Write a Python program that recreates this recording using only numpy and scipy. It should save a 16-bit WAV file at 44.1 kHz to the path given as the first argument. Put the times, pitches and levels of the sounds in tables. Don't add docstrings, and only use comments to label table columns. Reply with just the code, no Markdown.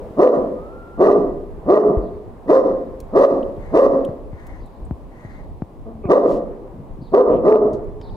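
import sys
import numpy as np
from scipy import signal
from scipy.fft import rfft, irfft, next_fast_len
from scipy.io import wavfile
from scipy.ndimage import uniform_filter1d

SR = 44100
rng = np.random.default_rng(int(sys.argv[2]) if len(sys.argv) > 2 else 0)


def dump(signal):
    limited = np.clip(np.atleast_2d(signal).T, -1, 1)
    pcm = np.round(limited * 32767).astype(np.int16)
    wavfile.write(sys.argv[1], SR, pcm)


N = 359856


def amp(db):
    return 10 ** (np.asarray(db) / 20)


def evened(x):
    return x / np.sqrt(np.mean(x ** 2) + 1e-20)


def read(points, hz):
    f, value = np.transpose(points)
    return np.interp(np.log(hz + 1), np.log(f + 1), value)


def add(mix, start_s, sound):
    part = mix[max(round(start_s * SR), 0):][:len(sound)]
    part += sound[:len(part)]


def shaped(x, gain):
    size = next_fast_len(x.shape[-1] + SR // 10)
    spectrum = rfft(x, size) * gain(np.fft.rfftfreq(size, 1 / SR))
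    return irfft(spectrum, size)[..., :x.shape[-1]]


def coloured(x, points, size=4096):
    hz = abs(np.fft.fftfreq(size, 1 / SR))
    log_gain = np.log(amp(read(points, hz)))
    taps = np.fft.ifft(np.exp(np.conj(signal.hilbert(log_gain)))).real[:size // 2]
    return signal.oaconvolve(x, taps)[:len(x)]


def wander(count, hz):
    return evened(shaped(rng.standard_normal(count), lambda f: np.exp(-(f / hz) ** 2)))


def hiss(count, hz, octaves):
    bell = lambda f: np.exp(-.5 * (np.log2((f + 1) / hz) / octaves) ** 2)
    return evened(shaped(rng.standard_normal(count), bell))


def pair(a, b, likeness):
    same = lambda f: np.clip(read(likeness, f), -1, 1)
    right = shaped(a, same) + shaped(b, lambda f: np.sqrt(1 - same(f) ** 2))
    return np.array([a, right])


def kennel(x, delay=0.011, build_up=0.018):
    # hz, t60_s
    decay_times = [(150, 0.6), (400, 0.84), (1040, 0.66), (2760, 1), (7280, 0.49), (14000, .3)]
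    # hz, level_db
    echo_levels = [(100, -4.5), (300, -2), (600, -6.5), (1200, -10), (2500, -14.5), (5000, -9), (9000, -15)]
    # hz, left_right_likeness (0-1)
    echo_likeness = [(60, 0.9), (300, 0.96), (640, 0.87), (1400, 0.11), (3000, .05), (15000, .05)]
    hz, t, z = signal.stft(rng.standard_normal((2, SR)), SR, nperseg=512)
    z = z * amp(-60 * t / read(decay_times, hz)[:, None])
    z *= 1 - np.exp(-np.maximum(t - delay, 0) / build_up)
    energy = uniform_filter1d((abs(z) ** 2).sum(2), size=3, axis=1)
    z *= amp(read(echo_levels, hz))[:, None] / np.sqrt(energy)[..., None]
    tails = signal.istft(z, SR, nperseg=512)[1] * np.sqrt(3) / 512
    return signal.fftconvolve(x[None], pair(*tails, echo_likeness), axes=1)[:, :N]


def rumble(swell_db=3.5, patchy_db=2):
    # hz, relative level_db
    colour = [(12, -24.5), (25, 3), (55, -4.5), (110, -12), (200, -14), (350, -14.5), (600, -19.5),
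              (1050, -24.5), (1400, -38), (2000, -42.5), (3000, -49), (6000, -57.5), (11000, -58),
              (15500, -61.5)]
    # hz, left_right_likeness (0-1)
    likeness = [(30, 0.058), (100, 0.73), (300, 0.97), (1200, 0.28), (3000, 0.22), (15000, 0.098)]
    # time_s, level_db
    deep_levels = [(0, -6), (1.4, -.5), (2.799, -1.5), (4.6, 0.5), (8.16, 2.5)]
    # time_s, level_db
    fader = [(0, -32), (.8, -35.5), (2.3, -37), (3.6, -35), (4.6, -37.5), (5, -36.5), (5.599, -38),
             (6.898, -37.5), (8.16, -37.5)]
    t = np.arange(N) / SR
    noise = pair(*rng.standard_normal((2, N)), likeness)
    noise = evened(shaped(noise, lambda f: amp(read(colour, f))))
    bass = shaped(noise, lambda f: np.exp(-(f / 220) ** 2))
    deep_db = np.interp(t, *np.transpose(deep_levels))
    out = noise + bass * (amp(deep_db + swell_db * wander(N, 8)) - 1)
    for hz in (400, 800, 1600):
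        band = shaped(noise, lambda f: np.exp(-(2 * np.log2((f + 1) / hz)) ** 2))
        out = out + band * (amp(patchy_db * wander(N, 6.7)) - 1)
    return amp(np.interp(t, *np.transpose(fader))) * out


def last_echo(level_db=-31, t60=1.0):
    return amp(level_db - 60 * np.arange(N) / SR / t60) * hiss(N, 470, 0.31)


def bird(start_hz=4650, end_hz=3550, wet_db=2, direct_db=-8, buzz=.075):
    # start_s, level_db
    chirps = [(2.009, -60), (4.598, -59), (5.29, -61), (7.01, -53.5), (8.018, -49)]
    out, count = np.zeros(N), int(.09 * SR)
    for start_s, level_db in chirps:
        hz = np.linspace(start_hz, end_hz, count) * (1 + buzz * wander(count, 400))
        tone = np.sin(2 * np.pi * np.cumsum(hz) / SR)
        add(out, start_s, amp(level_db) * tone * signal.windows.tukey(count, .2))
    return amp(direct_db) * out + amp(wet_db) * kennel(out, build_up=.06)


def bumps(edge_db=-9, edge_hz=650, dull_hz=1900):
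    # start_s, level_db, start_hz, end_hz, decay_s
    knocks = [(0.107, -30, 202, 50, .012), (1.971, -9.5, 113, 44.8, 0.025), (3.58, -25.5, 224, 73.5, 0.013),
              (4.089, -18, 262, 81.5, 0.0089), (4.332, -23.5, 228, 68.6, 0.019),
              (4.91, -15, 336, 64, 0.018), (5.249, -24, 240, 92, .012), (5.621, -13.5, 354, 74.6, .009),
              (5.953, -26, 200, 60.4, 0.012), (6.055, -14, 262, 60, 0.008), (8.001, -27, 213, 63.2, 0.02)]
    out, t = np.zeros(N), np.arange(SR // 5) / SR
    for start_s, level_db, start_hz, end_hz, decay_s in knocks:
        hz = end_hz + (start_hz - end_hz) * np.exp(-t / 0.004)
        swing = np.sin(2 * np.pi * np.cumsum(hz) / SR) * np.exp(-t / decay_s)
        tick = np.sin(2 * np.pi * edge_hz * t) * np.exp(-t / 0.0014)
        tick *= start_hz / 300
        add(out, start_s, amp(level_db) * (swing + amp(edge_db) * tick))
    return signal.lfilter(*signal.butter(2, dull_hz, fs=SR), out)


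def small_sounds(wet_db=-5, left_db=3):
    # start_s, level_db, centre_hz, width_octaves, decay_s
    clicks = [(3.002, -42.5, 4500, 2.2, 0.0046), (3.428, -42, 3120, 0.17, 0.0027),
              (3.565, -62, 3500, 0.15, 0.0051), (4.047, -39.5, 3160, 0.18, 0.0039),
              (4.05, -48, 8500, 0.68, 0.003), (4.467, -51, 8900, 1.6, .006), (4.659, -65, 8870, 0.36, .008),
              (4.85, -60, 8500, 0.22, .008), (7.731, -54.5, 4400, 0.7, 0.017),
              (7.843, -65, 9100, 1.3, 0.0051), (8.013, -48, 2960, 0.66, 0.0052)]
    # start_s, length_s, level_db, centre_hz, width_octaves
    noise_swells = [(6.019, 0.078, -54, 2350, .11), (6.216, 0.21, -55.5, 2990, 1),
                    (6.718, 0.13, -33, 150, 0.65), (6.95, 0.11, -32, 137, 0.8),
                    (7.28, 0.15, -29, 100, 0.78), (7.273, .15, -58, 2570, .3), (7.602, 0.31, -36, 90, 0.96)]
    out, t = np.zeros(N), np.arange(SR // 10) / SR
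    for start_s, level_db, hz, octaves, decay_s in clicks:
        envelope = np.exp(-t / decay_s) * (1 - np.exp(-t / 0.00046))
        add(out, start_s, amp(level_db) * hiss(len(t), hz, octaves) * envelope)
    for start_s, length_s, level_db, hz, octaves in noise_swells:
        count = int(length_s * SR)
        add(out, start_s, amp(level_db) * hiss(SR, hz, octaves)[:count] * np.hanning(count))
    return out * amp([[left_db], [0]]) + amp(wet_db) * kennel(out)


def whine(rows, overtone_db=-26):
    time_s, *columns = np.transpose(rows)
    t = np.arange(time_s[0], time_s[-1], 1 / SR)
    hz, level_db = (np.interp(t, time_s, column) for column in columns)
    phase = 2 * np.pi * np.cumsum(hz * (1 + 0.012 * wander(len(t), 110))) / SR
    tone = np.sin(phase) + amp(overtone_db) * np.sin(2 * phase)
    return time_s[0], amp(level_db) * tone * signal.windows.tukey(len(t), .1)


def pant(length_s, level_db, flutter_db=1.5):
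    # hz, level_db
    mouth = [(500, -23), (1000, -5), (1400, -3), (1600, -4), (1950, 2.5), (2200, -2), (2550, -20.5),
             (3200, -21), (4000, -21), (5500, -28.5), (6400, -22), (8000, -28), (15000, -42.5)]
    count = int(length_s * SR)
    air = evened(coloured(rng.standard_normal(count), mouth))
    return air * amp(level_db + flutter_db * wander(count, 40)) * signal.windows.tukey(count, .7)


def folds(effort_db, hz, rough, jitter=.075, shimmer=0.97, half_lines=1.0, slope=1.0,
          chest_hz=225, chest_pitch_hz=310, puff_db=13):
    count, rough = len(hz), np.clip(rough, 0, 1)
    turns = np.cumsum(hz * (1 + jitter * rough * wander(count, 160))) / SR
    beat = evened(sum(np.cos(2 * np.pi * k * turns) / k ** slope for k in range(1, 13)))
    beat *= 1 + rough * (half_lines * np.cos(np.pi * turns) + shimmer * wander(count, 160))
    puffs = evened((0.3 + np.exp(-(turns % 1) / 0.16)) * rng.standard_normal(count))
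    puffs = shaped(puffs, lambda f: 1 / np.sqrt(1 + (f / 1500) ** 2)) * amp(puff_db)
    drive = (1 - rough ** 2) * beat + rough * puffs
    chest = shaped(drive, lambda f: 1 / (1 + (f / chest_hz) ** 8))
    drive = drive - chest * (1 - 1 / (1 + (hz / chest_pitch_hz) ** 6))
    return amp(effort_db) * drive * signal.windows.tukey(count, .05)


def grunt_or_whimper(length_s, effort_db, start_hz, end_hz, roughness):
    count = int(length_s * SR)
    voiced = folds(effort_db, np.linspace(start_hz, end_hz, count), roughness)
    return voiced * signal.windows.tukey(count, 0.37)


def rasp(t, effort_db, level_db, steepness=1.3, flutter_db=4.5, burst_db=3, burst_s=.018,
         burst_width_s=.02, held_db=-1.5):
    # hz, level_db
    teeth = [(900, -23.5), (1500, 8), (1950, 12.5), (2200, -13), (2500, -0.5), (3150, -9.5), (3650, -5),
             (4100, -5.5), (4600, -8.5), (5900, -10), (6800, -12.5), (12500, -24), (15000, -28.5)]
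    air = evened(coloured(rng.standard_normal(len(t)), teeth))
    opening_db = held_db + burst_db * np.exp(-((t - burst_s) / burst_width_s) ** 2)
    return air * amp(level_db + opening_db + steepness * effort_db + flutter_db * wander(len(t), 150))


def bark(rise, hold, growl, force_db, top_hz, roughness, growl_db, rasp_db):
    start_db, sag_db, break_db, growl_fade_db = -32.5, -0.5, -3.5, -9.5
    break_share, growl_share = .25, .55
    slack_hz, attack_hz, climb_s, sag_hz_per_s = 128.62, 355, .042, 350
    rough_attack, rough_growl = .42, .72
    t = np.arange(-rise, hold + growl, 1 / SR)
    breaks, crest, end = hold + growl * np.array([break_share, growl_share, 1])
    effort_db = force_db + np.interp(
        t, [-rise, 0, hold, breaks, crest, end],
        [start_db, 0, sag_db, growl_db + break_db, growl_db, growl_db + growl_fade_db])
    sagged_hz = top_hz - sag_hz_per_s * (breaks - climb_s)
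    hz = np.interp(t, [-rise, 0, climb_s, breaks, end],
                   [slack_hz, attack_hz, top_hz, sagged_hz, slack_hz])
    rough = np.interp(t, [0, climb_s, hold, breaks],
                      [rough_attack, roughness, roughness, rough_growl])
    return folds(effort_db, hz, rough), rasp(t, effort_db, rasp_db)


def walls(x):
    # pitch_hz, width_hz, level_db
    modes = [(284, 15, -4), (418, 25, -2), (513, 31, -3.5), (605, 67, -4), (675, 14, -4.5),
             (810, 14, -15.5), (946, 14, -9), (1023, 8.3, -1.5), (1179, 86, -6.5), (1434, 71, -4.5),
             (1560, 41, -3.5), (1937, 84, 1)]
    return sum(amp(level_db) * signal.lfilter(*signal.iirpeak(hz, hz / width_hz, SR), x)
               for hz, width_hz, level_db in modes)


def near_walls(x, level_db=-3, first_s=.001, last_s=0.017, count=6):
    taps = np.zeros((2, SR // 10))
    for ear in taps:
        places = (rng.uniform(first_s, last_s, count) * SR).astype(int)
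        ear[places] = rng.choice([-1, 1], count) / np.sqrt(count)
    return amp(level_db) * signal.oaconvolve(x[None], taps, axes=1)[:, :N]


def dog(direct_db=-3, rasp_direct_db=-2, rasp_wet_db=-1, voice_wet_db=-1, ring_direct_db=-2, ring_wet_db=-10):
    # full_force_s, rise_s, hold_s, growl_s, effort_db, top_hz, roughness (0-1),
    # growl_db (against the effort), rasp_db (level of the airy rasp)
    bark_events = [(0.201, 0.045, .085, .110, -0.5, 522.4, 0.56, -8, -38.5),
                   (1.008, 0.042, .105, .090, -1.5, 422, 0.58, -8.5, -40),
                   (1.705, .055, .085, .130, 0.5, 431.4, .62, -11, -41.5),
                   (2.502, 0.047, .088, 0.14, -1.5, 540.3, 0.42, -13.5, -36.5),
                   (3.164, 0.05, .090, 0.093, -2, 561, 0.54, -8.5, -36),
                   (3.758, 0.056, 0.11, .085, -1.5, 556.6, 0.56, -13, -36),
                   (6.104, .025, .070, 0.15, 1, 569.8, 0.7, -12, -39.5),
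                   (7.140, 0.026, .075, .145, -0.5, 510, 0.54, -7, -45),
                   (7.460, .045, .105, 0.14, -3, 443.2, 0.54, -14, -43)]
    # start_s, length_s, effort_db, start_hz, end_hz, roughness (0-1)
    soft_voice_events = [(5.849, .085, -30, 226, 216, 0.38), (6.033, 0.07, -22.5, 414, 318, .15)]
    # start_s, length_s, level_db
    pant_events = [(3.559, .22, -54), (4.271, .4, -54.5), (5.057, .44, -55)]
    # time_s, pitch_hz, level_db
    whine_tables = [
        [(.48, 1160, -77), (.58, 1210, -41.5), (.66, 1295, -43), (.76, 1367, -43.5), (.86, 1375, -43),
         (.98, 1370, -46), (1.08, 1300, -62)],
        [(8.0, 915, -63), (8.04, 918, -46), (8.2, 858, -40)],
    ]
    # hz, level_db
    throat = [(60, -27.5), (150, -1), (300, -4), (560, -1), (690, -2), (790, -13.5), (950, -10.5),
              (1200, -7.5), (1370, -23), (1720, -35.5), (1950, -32.5), (2200, -45), (5000, -53.5),
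              (14000, -70)]
    # hz, left_minus_right_db
    balance = [(200, -0.5), (700, 0), (1200, -5), (1700, 4), (2400, 8.5), (4400, 7.5), (8100, 2.5),
               (15000, 0.5)]
    # hz, left_lead_radians
    phase_lead = [(100, -0.22), (500, 0.0084), (860, 0.45), (1290, 1.2), (1720, .5), (2000, 1.5), (2670, 1)]
    voice, air = np.zeros((2, N))
    for force_s, rise_s, *shape in bark_events:
        voiced, airy = bark(rise_s, *shape)
        add(voice, force_s - rise_s, voiced)
        add(air, force_s - rise_s, airy)
    for start_s, *shape in soft_voice_events:
        add(voice, start_s, grunt_or_whimper(*shape))
    for start_s, *shape in pant_events:
        add(air, start_s, pant(*shape))
    voice = coloured(voice, throat)
    for rows in whine_tables:
        add(voice, *whine(rows))
    ring = walls(voice + air)
    direct = amp(direct_db) * voice + amp(rasp_direct_db) * air
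    send = amp(voice_wet_db) * voice + amp(rasp_wet_db) * air + amp(ring_wet_db) * ring
    room = near_walls(air) + amp(ring_direct_db) * ring + kennel(send)
    side = np.array([[.5], [-.5]])
    lead_s = 0.0002
    heard = shaped(direct, lambda f: np.exp(2j * np.pi * side * f * lead_s))
    heard = heard + shaped(room, lambda f: np.exp(1j * side * read(phase_lead, f)))
    return shaped(heard, lambda f: amp(side * read(balance, f)))


def scene():
    background = rumble() + last_echo() + bird()
    handling = bumps() * amp([[1.5], [-1.5]])
    return background + handling + small_sounds() + dog()


def record(dry, threshold_db=-2.5, ceiling_db=-1.8, recovery_db_per_s=70, knee=24):
    attack_s, edge_hz = .0004, 15750
    peak_db = 20 * np.log10(abs(dry).max(0) + 1e-9)
    fall = np.arange(N) * recovery_db_per_s / SR
    held_db = np.maximum.accumulate(peak_db + fall) - fall
    over_db = np.maximum(held_db - threshold_db, 0)
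    keep = np.exp(-1 / (attack_s * SR))
    limited = dry / amp(signal.lfilter([1 - keep], [1, -keep], over_db))
    clipped = limited / (1 + abs(limited / amp(ceiling_db)) ** knee) ** (1 / knee)
    low_pass = signal.firwin(511, edge_hz, window=("kaiser", 9), fs=SR)
    return signal.oaconvolve(clipped, low_pass[None], "same")


dry = scene()
out = record(dry)
dump(out)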